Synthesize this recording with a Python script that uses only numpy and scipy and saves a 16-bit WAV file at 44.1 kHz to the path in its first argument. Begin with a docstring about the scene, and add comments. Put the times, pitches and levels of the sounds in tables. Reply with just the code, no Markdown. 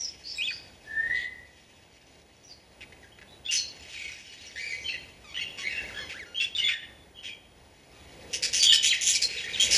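"""Whistled notes open the scene: budgerigars in a bare, echoing room, near ones warbling softly, others far off.
Harsh buzzing squawks break in, more densely towards the end; wings flap in short flights over chatter and hum.
Whistles are gliding tones with overtones, squawks are rapidly restarted upward sweeps roughened by breath,
wing beats are short windowed tones, and the room hum is shaped noise. Decaying noise forms the echo."""
import sys
import numpy as np
from scipy import signal
from scipy.fft import rfft, irfft, next_fast_len
from scipy.io import wavfile
from scipy.ndimage import uniform_filter1d, map_coordinates

SR = 44100
rng = np.random.default_rng(int(sys.argv[2]) if len(sys.argv) > 2 else 0)


def bounce(signal):
    """Save signal as a 16-bit WAV file at the path given by the first command-line argument."""
    frames = np.transpose(np.atleast_2d(signal))
    limited = np.clip(frames, -1, 1)
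    pcm = np.round(limited * 32767).astype(np.int16)
    wavfile.write(sys.argv[1], SR, pcm)


N = 430857

# Below, "level" is that of the source before echo and filters; "overtones" is the second harmonic
# relative to the fundamental.
# Straight whistled glides. Each row: start in seconds, length in seconds, start pitch in Hz, end pitch in Hz,
# level in dB, distance in metres.
WHISTLE_NOTES = [(0, 0.061, 5800, 5420, -37.5, 7.5), (0.237, 0.079, 4460, 5460, -42.5, 7.6),
                 (0.383, 0.035, 2534, 2424, -36.5, 0.75), (0.465, 0.023, 3500, 2560, -38.5, 0.28),
                 (0.475, 0.038, 2590, 2420, -37, 0.53), (0.48, 0.066, 4510, 4980, -42.5, 5.9),
                 (0.506, 0.012, 1990, 1410, -42, 2.3), (2.432, 0.056, 5850, 5740, -59.5, 5.6),
                 (2.479, 0.062, 5030, 4300, -55, 7.2), (3.03, 0.024, 2030, 1490, -55, 1.7),
                 (3.119, 0.015, 3020, 3140, -58.5, 2.1), (3.274, 0.053, 3550, 3960, -61.5, 5.3),
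                 (3.444, 0.025, 3290, 3550, -39.5, 10.3), (3.485, 0.02, 2674, 2990, -33, 3.6),
                 (3.518, 0.06, 6180, 5870, -36.5, 5.9), (3.554, 0.042, 4900, 4190, -32, 6.1),
                 (3.939, 0.16, 2448, 2240, -44, 9), (4.266, 0.051, 3000, 2940, -57, 2.2),
                 (4.455, 0.023, 2300, 2230, -57, 1.9), (4.461, 0.022, 6030, 5020, -51, 3.4),
                 (4.778, 0.06, 5450, 6500, -58, 6), (4.863, 0.062, 4150, 4210, -47.5, 4.3),
                 (4.842, 0.032, 3073, 3225, -37.5, 4.5), (4.887, 0.023, 2776, 2560, -35, 5.9),
                 (4.926, 0.019, 1950, 1990, -40.5, 4.5), (5.243, 0.078, 1257, 1062, -52, 1.4),
                 (5.345, 0.038, 2964, 3256, -36, 5.4), (5.365, 0.037, 1870, 2090, -44, 1.8),
                 (5.388, 0.03, 2760, 2880, -34.5, 7.2), (5.585, 0.051, 1122, 1101, -44.5, 0.65),
                 (5.618, 0.049, 2013, 2103, -37, 11.6), (5.676, 0.039, 2600, 2720, -38.5, 5.6),
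                 (5.705, 0.073, 1916, 1605, -43, 6.3), (5.76, 0.025, 2600, 2730, -37, 4.9),
                 (5.637, .04, 4060, 4000, -50, 5), (5.808, 0.06, 1527, 2350, -47, 1.1),
                 (5.888, 0.027, 2330, 1155, -45, 1.1), (5.935, 0.06, 1474, 1705, -44, 5.2),
                 (5.942, 0.064, 3370, 3240, -47.5, 3.9), (5.966, 0.027, 1410, 1035, -45, 2.7),
                 (5.993, 0.085, 1080, 1002, -47, 2.2), (6.135, 0.051, 1245, 2080, -47, 1.2),
                 (6.192, 0.049, 2295, 1594, -45.5, 0.51), (6.259, 0.082, 1410, 1436, -55.5, 0.4),
                 (6.346, 0.064, 2970, 3474, -35, 3.5), (6.402, 0.023, 2660, 2820, -30.5, 2.7),
                 (6.55, 0.0205, 3550, 3540, -33, 2.2), (6.578, 0.041, 3060, 2886, -31, 6.4),
                 (6.603, 0.065, 2060, 2122, -38, 7.1), (6.64, 0.0434, 3590, 3450, -29, 2.27),
                 (6.691, 0.068, 1987, 1642, -40, 11), (7.145, 0.054, 3150, 3130, -51.5, 6.8),
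                 (7.245, 0.039, 3226, 3160, -42.5, 3.4), (7.281, 0.026, 2550, 2370, -46, 3),
                 (7.932, 0.069, 1223, 1236, -60.5, 2.6), (8.592, 0.036, 4690, 4580, -28, 7.3),
                 (8.619, .11, 3408, 3030, -26, 5.8), (8.725, 0.011, 1885, 1760, -31, 1),
                 (8.855, 0.032, 3040, 2250, -37, 1.4), (8.873, 0.0098, 4970, 4440, -32, 1.5),
                 (9.139, 0.022, 3160, 2100, -34.5, 2.2), (9.235, 0.023, 4240, 4200, -29.5, 0.77),
                 (9.368, 0.045, 4200, 2740, -40.5, 2.4), (9.359, 0.028, 2895, 1840, -44, 2.4),
                 (9.439, 0.067, 1834, 2520, -41.5, 3.7), (9.534, 0.031, 3990, 2440, -33, 5.9),
                 (9.598, 0.043, 3130, 3284, -26.5, 0.42), (9.66, 0.02, 2590, 1910, -39.5, 0.84)]
# Bent whistled notes. Each row: start in seconds, length in seconds, start, middle and end pitch in Hz,
# level in dB, overtones in dB, distance in metres.
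BENT_NOTES = [(0.355, 0.022, 3800, 3930, 3860, -46.5, -2, 3.9),
              (0.406, 0.057, 2420, 3230, 3600, -35, -22.5, 1.34),
              (4.367, 0.097, 3300, 4190, 4470, -61.5, -24, 3.7),
              (4.558, 0.19, 1750, 2395, 1890, -40.5, -11.5, 4.35),
              (5.3, 0.052, 1090, 1244, 1460, -56, -0.5, 3.6),
              (5.411, 0.032, 2160, 2210, 1910, -44.5, -5.5, 0.74),
              (8.663, 0.053, 3320, 3550, 3660, -27, -13.5, 2.2),
              (8.89, 0.046, 4137, 3070, 1856, -27.5, -24, 2.7)]
# One long clean note that swells slowly. Each row: start in seconds, length in seconds,
# start, middle and end pitch in Hz, level in dB, overtones in dB.
PIPING_NOTES = [(0.839, .34, 1715, 1820, 2028, -28.5, -37)]
# Buzzing squawks. Each row: start in seconds, length in seconds, pitch in Hz, level in dB, overtones in dB.
SQUAWK_CALLS = [(1.139, 0.14, 3395, -48, -16.5), (2.806, 0.04, 2440, -47, -15),
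                (2.922, 0.014, 2080, -50, -13), (3.185, 0.012, 1960, -53, -13),
                (3.214, 0.022, 1915, -51.5, -12), (3.509, 0.079, 2853, -36, 1.5),
                (5.574, 0.08, 2750, -44.5, -7), (6.091, 0.05, 2453, -41, -11.5),
                (6.406, 0.057, 2550, -41.5, -4), (6.561, 0.07, 2474, -49, 0),
                (6.68, 0.049, 2444, -30, -17.5), (7.228, 0.088, 2710, -46, -9.5),
                (8.329, 0.047, 2837, -38.5, 2), (8.424, 0.048, 2620, -36, 5.5),
                (8.529, 0.095, 2916, -35.5, 4), (8.625, 0.037, 3256, -30, 3.5),
                (8.722, 0.053, 2495, -36, 9), (8.827, 0.08, 3250, -30, -0.5),
                (8.936, 0.023, 2555, -38, -2.5), (9.01, 0.068, 3250, -38.5, 5.5),
                (9.063, 0.078, 3210, -33, 5.5), (9.135, 0.05, 2390, -50.5, 20.5),
                (9.217, 0.036, 2406, -40.5, 10.5), (9.282, 0.2, 2483, -43.5, -6.5),
                (9.597, 0.081, 3293, -32, 0), (9.707, 0.11, 2917, -33, 6.5)]
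# Short flights. Each row: strongest wing beat in seconds, spread in seconds, peak level in dB.
WING_FLIGHTS = [(4.78, 0.2, -45.5), (5.95, 0.29, -43), (8.36, .14, -37), (9.31, 0.084, -37),
                (9.75, 0.16, -35.5)]
# Background levels over time. Each row: time in seconds, hum in dB, distant chatter in dB.
ROOM_LEVELS = [(0, -57.5, -63.5), (.95, -54.5, -71), (1.1, -51, -79), (1.65, -60.5, -70),
               (3.42, -55.5, -77), (3.95, -55.5, -53), (4.25, -60.5, -60), (4.8, -54.5, -59),
               (5.15, -55.5, -70.5), (5.8, -48.5, -62), (6.37, -56, -70), (6.9, -55.5, -91),
               (7.801, -58, -73), (8.3, -49.5, -61), (8.7, -52.5, -54), (9.3, -53, -58), (9.77, -44, -40)]
# Spectral shape of the hum. Each row: frequency in Hz, relative density in dB per Hz.
HUM_SPECTRUM = [(20, -24), (65, 2.5), (150, -6.5), (330, -7), (470, -8), (800, -10), (1300, -20.5),
                (1900, -17), (7000, -28), (11000, -25.5)]
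# Phase between the two microphone ports. Each row: frequency in Hz, lead of the left in radians.
PORT_PHASE = [(400, -.1), (1300, -.75), (1750, .3), (3200, .55), (5000, 0), (7400, -.2), (8550, -3.14),
              (9730, -6.2), (10600, -6.7), (11800, -9.4), (12600, -9.45), (13250, -12.4), (15100, -13.3)]
# Microphone roll-off. Each row: frequency in Hz, gain in dB.
TREBLE_ROLLOFF = [(7000, 1), (11300, 0), (12000, -3), (15000, -13.5)]

EQUAL_ECHO_M, HEARD_DB = 2.55, 4.5  # distance where echo equals direct sound; gain of both together
OVERTONES_1KHZ_DB, THINS_DB_PER_OCTAVE = -4, 12  # overtones of a 1 kHz note; higher notes are purer
ROUGH, ROUGH_PER_M = .3, .1  # far voices arrive rougher
BEAT_S, FLAP_HZ = .0555, 479  # wing stroke period; mean pitch of the clap of air
TOP_HZ = 15480  # band limit


def birds():
    """Direct-to-reverberant ratio: near notes are mostly direct sound, far notes mostly echo."""
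    out = np.zeros((2, N))
    notes = []
    for s, length, start_hz, end_hz, db, metres in WHISTLE_NOTES:
        middle_hz = (start_hz + end_hz) / 2
        over_db = OVERTONES_1KHZ_DB - THINS_DB_PER_OCTAVE * np.log2(middle_hz / 1000)
        notes.append((s, length, start_hz, middle_hz, end_hz, db, over_db, metres))
    for s, length, *path, db, over_db, metres in notes + BENT_NOTES:
        far = (metres / EQUAL_ECHO_M) ** 2  # echo power over direct power
        note = whistle(length, *path, over_db, rough=ROUGH + ROUGH_PER_M * metres)
        direct_db, echo_db = -10 * np.log10(1 + far), -10 * np.log10(1 + 1 / far)
        add_in_room(out, s, amp(db + HEARD_DB) * note, direct_db, echo_db)
    for s, length, *path, db, over_db in PIPING_NOTES:
        note = whistle(length, *path, over_db, rough=.4, rise=1.7)
        add_in_room(out, s, amp(db) * note, direct_db=-8, echo_db=3, t60=.75)
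    for s, length, pitch_hz, db, over_db in SQUAWK_CALLS:
        add_in_room(out, s, amp(db) * squawk(length, pitch_hz, over_db), direct_db=3, echo_db=-4)
    return out


def whistle(length, start_hz, middle_hz, end_hz, over_db, rough, rise=0.026):
    """Frequency and amplitude modulation: a glide whose pitch and strength flutter fast, with a breathy rasp."""
    u = np.linspace(-1, 1, round(length * SR))  # -1 at the start of the note, 1 at its end
    bend_hz = (start_hz + end_hz) / 2 - middle_hz
    hz = middle_hz + (end_hz - start_hz) * u / 2 + bend_hz * u * u
    hz *= 1 + 0.04245 * rough * flutter(len(u), rate=250)
    swell = np.clip(np.minimum((1 + u) / rise, (1 - u) / 0.1), 0, 1)
    throb = amp(5.45 * rough * flutter(len(u), rate=304.6))
    throb *= 1 + 0.15 * rough * flutter(len(u), rate=4600)  # breath
    throb /= np.sqrt(np.mean(throb ** 2))
    return swell * throb * syrinx(hz, over_db)


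def squawk(length, pitch_hz, over_db, rate=190, sweep=.33, breath=.95):
    """Periodic bursts: the voice restarts about rate times a second, each burst sweeping upward with breath."""
    t = np.arange(round(length * SR)) / SR
    cycle = (rate * t + 0.16 * flutter(len(t), rate=60)) % 1
    hz = pitch_hz * (1 + sweep * (cycle - .5) + 0.0513 * flutter(len(t), rate=80))
    bursts = np.sin(np.pi * cycle) ** 0.4 * syrinx(hz, over_db)
    swell = np.sin(np.pi * (t / length) ** .6) ** .7
    return swell * bursts * (1 + breath * flutter(len(t), rate=2300))


def syrinx(hz, over_db, fall_db=3.0):
    """Harmonic series: each overtone past the second harmonic falls by fall_db per kHz of the fundamental."""
    phase = 2 * np.pi * np.cumsum(hz) / SR
    k = np.arange(2, 7)[:, None]
    strength = amp(over_db - fall_db * (k - 2) * hz / 1000)
    strength = strength * (k * hz < SR / 2)  # nothing above half the sample rate
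    overtones = strength * np.sin(k * phase)
    return np.sqrt(2) * (np.sin(phase) + overtones.sum(0))


def wings(count=8):
    """Impulsive air displacement: each stroke is a soft hollow flap; a flight swells and fades about its peak."""
    out, t = np.zeros((2, N)), np.arange(SR // 60) / SR
    for s, spread, db in WING_FLIGHTS:
        flight = np.zeros(SR)
        for k, (late_ms, pitch, loud) in enumerate(rng.standard_normal((2 * count, 3))):
            flap = np.hanning(len(t)) * np.sin(2 * np.pi * FLAP_HZ * (1 + .07 * pitch) * t)
            swell = np.exp(-((k - count) * BEAT_S / spread) ** 2 / 2)
            start = round((k * BEAT_S + abs(late_ms) / 1000) * SR)
            flight[start:][:len(t)] += amp(db + 2 * loud) * swell * flap
        add_in_room(out, s - count * BEAT_S - t[-1] / 2, flight, direct_db=-6, echo_db=-7)
    return out


def chatter(count=1500, size=SR // 5):
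    """Random superposition: many distant birds' steep rough glides and squawks overlap, blurred by echo."""
    out, voices = np.zeros((2, N)), np.zeros(N + SR)
    times, _, level_db = np.transpose(ROOM_LEVELS)
    for when, pitch, bend, loud, kind in rng.random((count, 5)):
        s, hz = when * N / SR, 1900 * 3 ** pitch ** 1.6
        sweep = (.15 + .25 * bend) * np.sign(bend % .1 - .03)  # most fall
        if kind < .6:
            note = squawk(0.033, 2000 + 1300 * pitch, over_db=-4.5)
        else:
            note = whistle(.022, hz * (1 + sweep), hz, hz * (1 - sweep), over_db=-14, rough=1.7)
        gain = amp(np.interp(s, times, level_db) + 4 * loud - 4)
        voices[round(s * SR):][:len(note)] += gain * note
    for start in range(0, N, size):  # each stretch draws its own echo
        add_in_room(out, start / SR, voices[start:start + size], direct_db=3, echo_db=0.0)
    return out


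def hum():
    """Stationary noise through a spectral envelope: broad room noise whose level wavers."""
    noise = filtered(rng.standard_normal((2, N)), lambda hz: amp(along(HUM_SPECTRUM, hz)))
    times, level_db, _ = np.transpose(ROOM_LEVELS)
    wavering_db = np.interp(np.arange(N) / SR, times, level_db) + 1.2 * flutter(N, rate=9.9)
    return amp(wavering_db) * noise / noise[0].std()


def add_in_room(out, s, sound, direct_db, echo_db, t60=0.64):
    """Reverberation: direct path in mid, plus the bare walls' echo in mid and side, which dulls as it dies."""
    t = np.arange(SR * 3 // 4) / SR
    noise = rng.standard_normal((2, len(t)))
    noise *= amp(5 * flutter(len(t), rate=200))  # reflections arrive in clumps
    dull = uniform_filter1d(noise, size=7)
    bright = noise - dull
    tail = dull * amp(-60 * t / t60) + bright * amp(-60 * t / (0.68 * t60))
    # the nearest walls answer first and strongest
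    tail *= (1 - np.exp(-t / 0.0072)) * (1 + 2.2 * np.exp(-t / 0.035))
    tail *= amp(echo_db) / np.linalg.norm(tail[0])
    tail[0, 0] = amp(direct_db)
    heard = signal.fftconvolve(sound[None], tail, axes=1)
    spot = out[:, round(s * SR):][:, :heard.shape[1]]
    spot += heard[:, :spot.shape[1]]


def flutter(size, rate):
    """Band-limited randomness: a smooth curve through rate random knots a second."""
    knots = rng.standard_normal(int(size * rate / SR) + 4)
    return map_coordinates(knots, [np.arange(size) * rate / SR])


def filtered(x, response):
    """Linear filtering: the spectrum of x times a response of frequency in Hz."""
    m = next_fast_len(x.shape[-1] + 8192)
    spectrum = rfft(x, m) * response(np.fft.rfftfreq(m, 1 / SR))
    return irfft(spectrum, m)[..., :x.shape[-1]]


def along(points, hz):
    """Interpolation of (Hz, value) points on a logarithmic frequency axis."""
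    f, v = np.transpose(points)
    return np.interp(np.log(hz + 1), np.log(f + 1), v)


def amp(db):
    """Decibels to amplitude ratio."""
    return 10 ** (np.asarray(db) / 20)


def scene():
    """Vocal-tract high-pass: windpipe and beak pass little below 1.5 kHz; both sides hear almost the same."""
    voices = filtered(birds() + chatter(), lambda hz: 1 / (1 + (1450 / (hz + 1)) ** 6))
    mid, side = voices + wings() + hum()
    return mid + amp(-24) * side * [[1], [-1]]


def record(dry):
    """Phase and magnitude response: each port turns the phase its own way; treble falls off to the band limit."""
    def response(hz):
        ports = np.exp(.5j * along(PORT_PHASE, hz) * [[1], [-1]])  # half the lead to each side
        return ports * amp(along(TREBLE_ROLLOFF, hz)) * (hz < TOP_HZ)
    return filtered(dry, response)


dry = scene()
out = record(dry)
bounce(out)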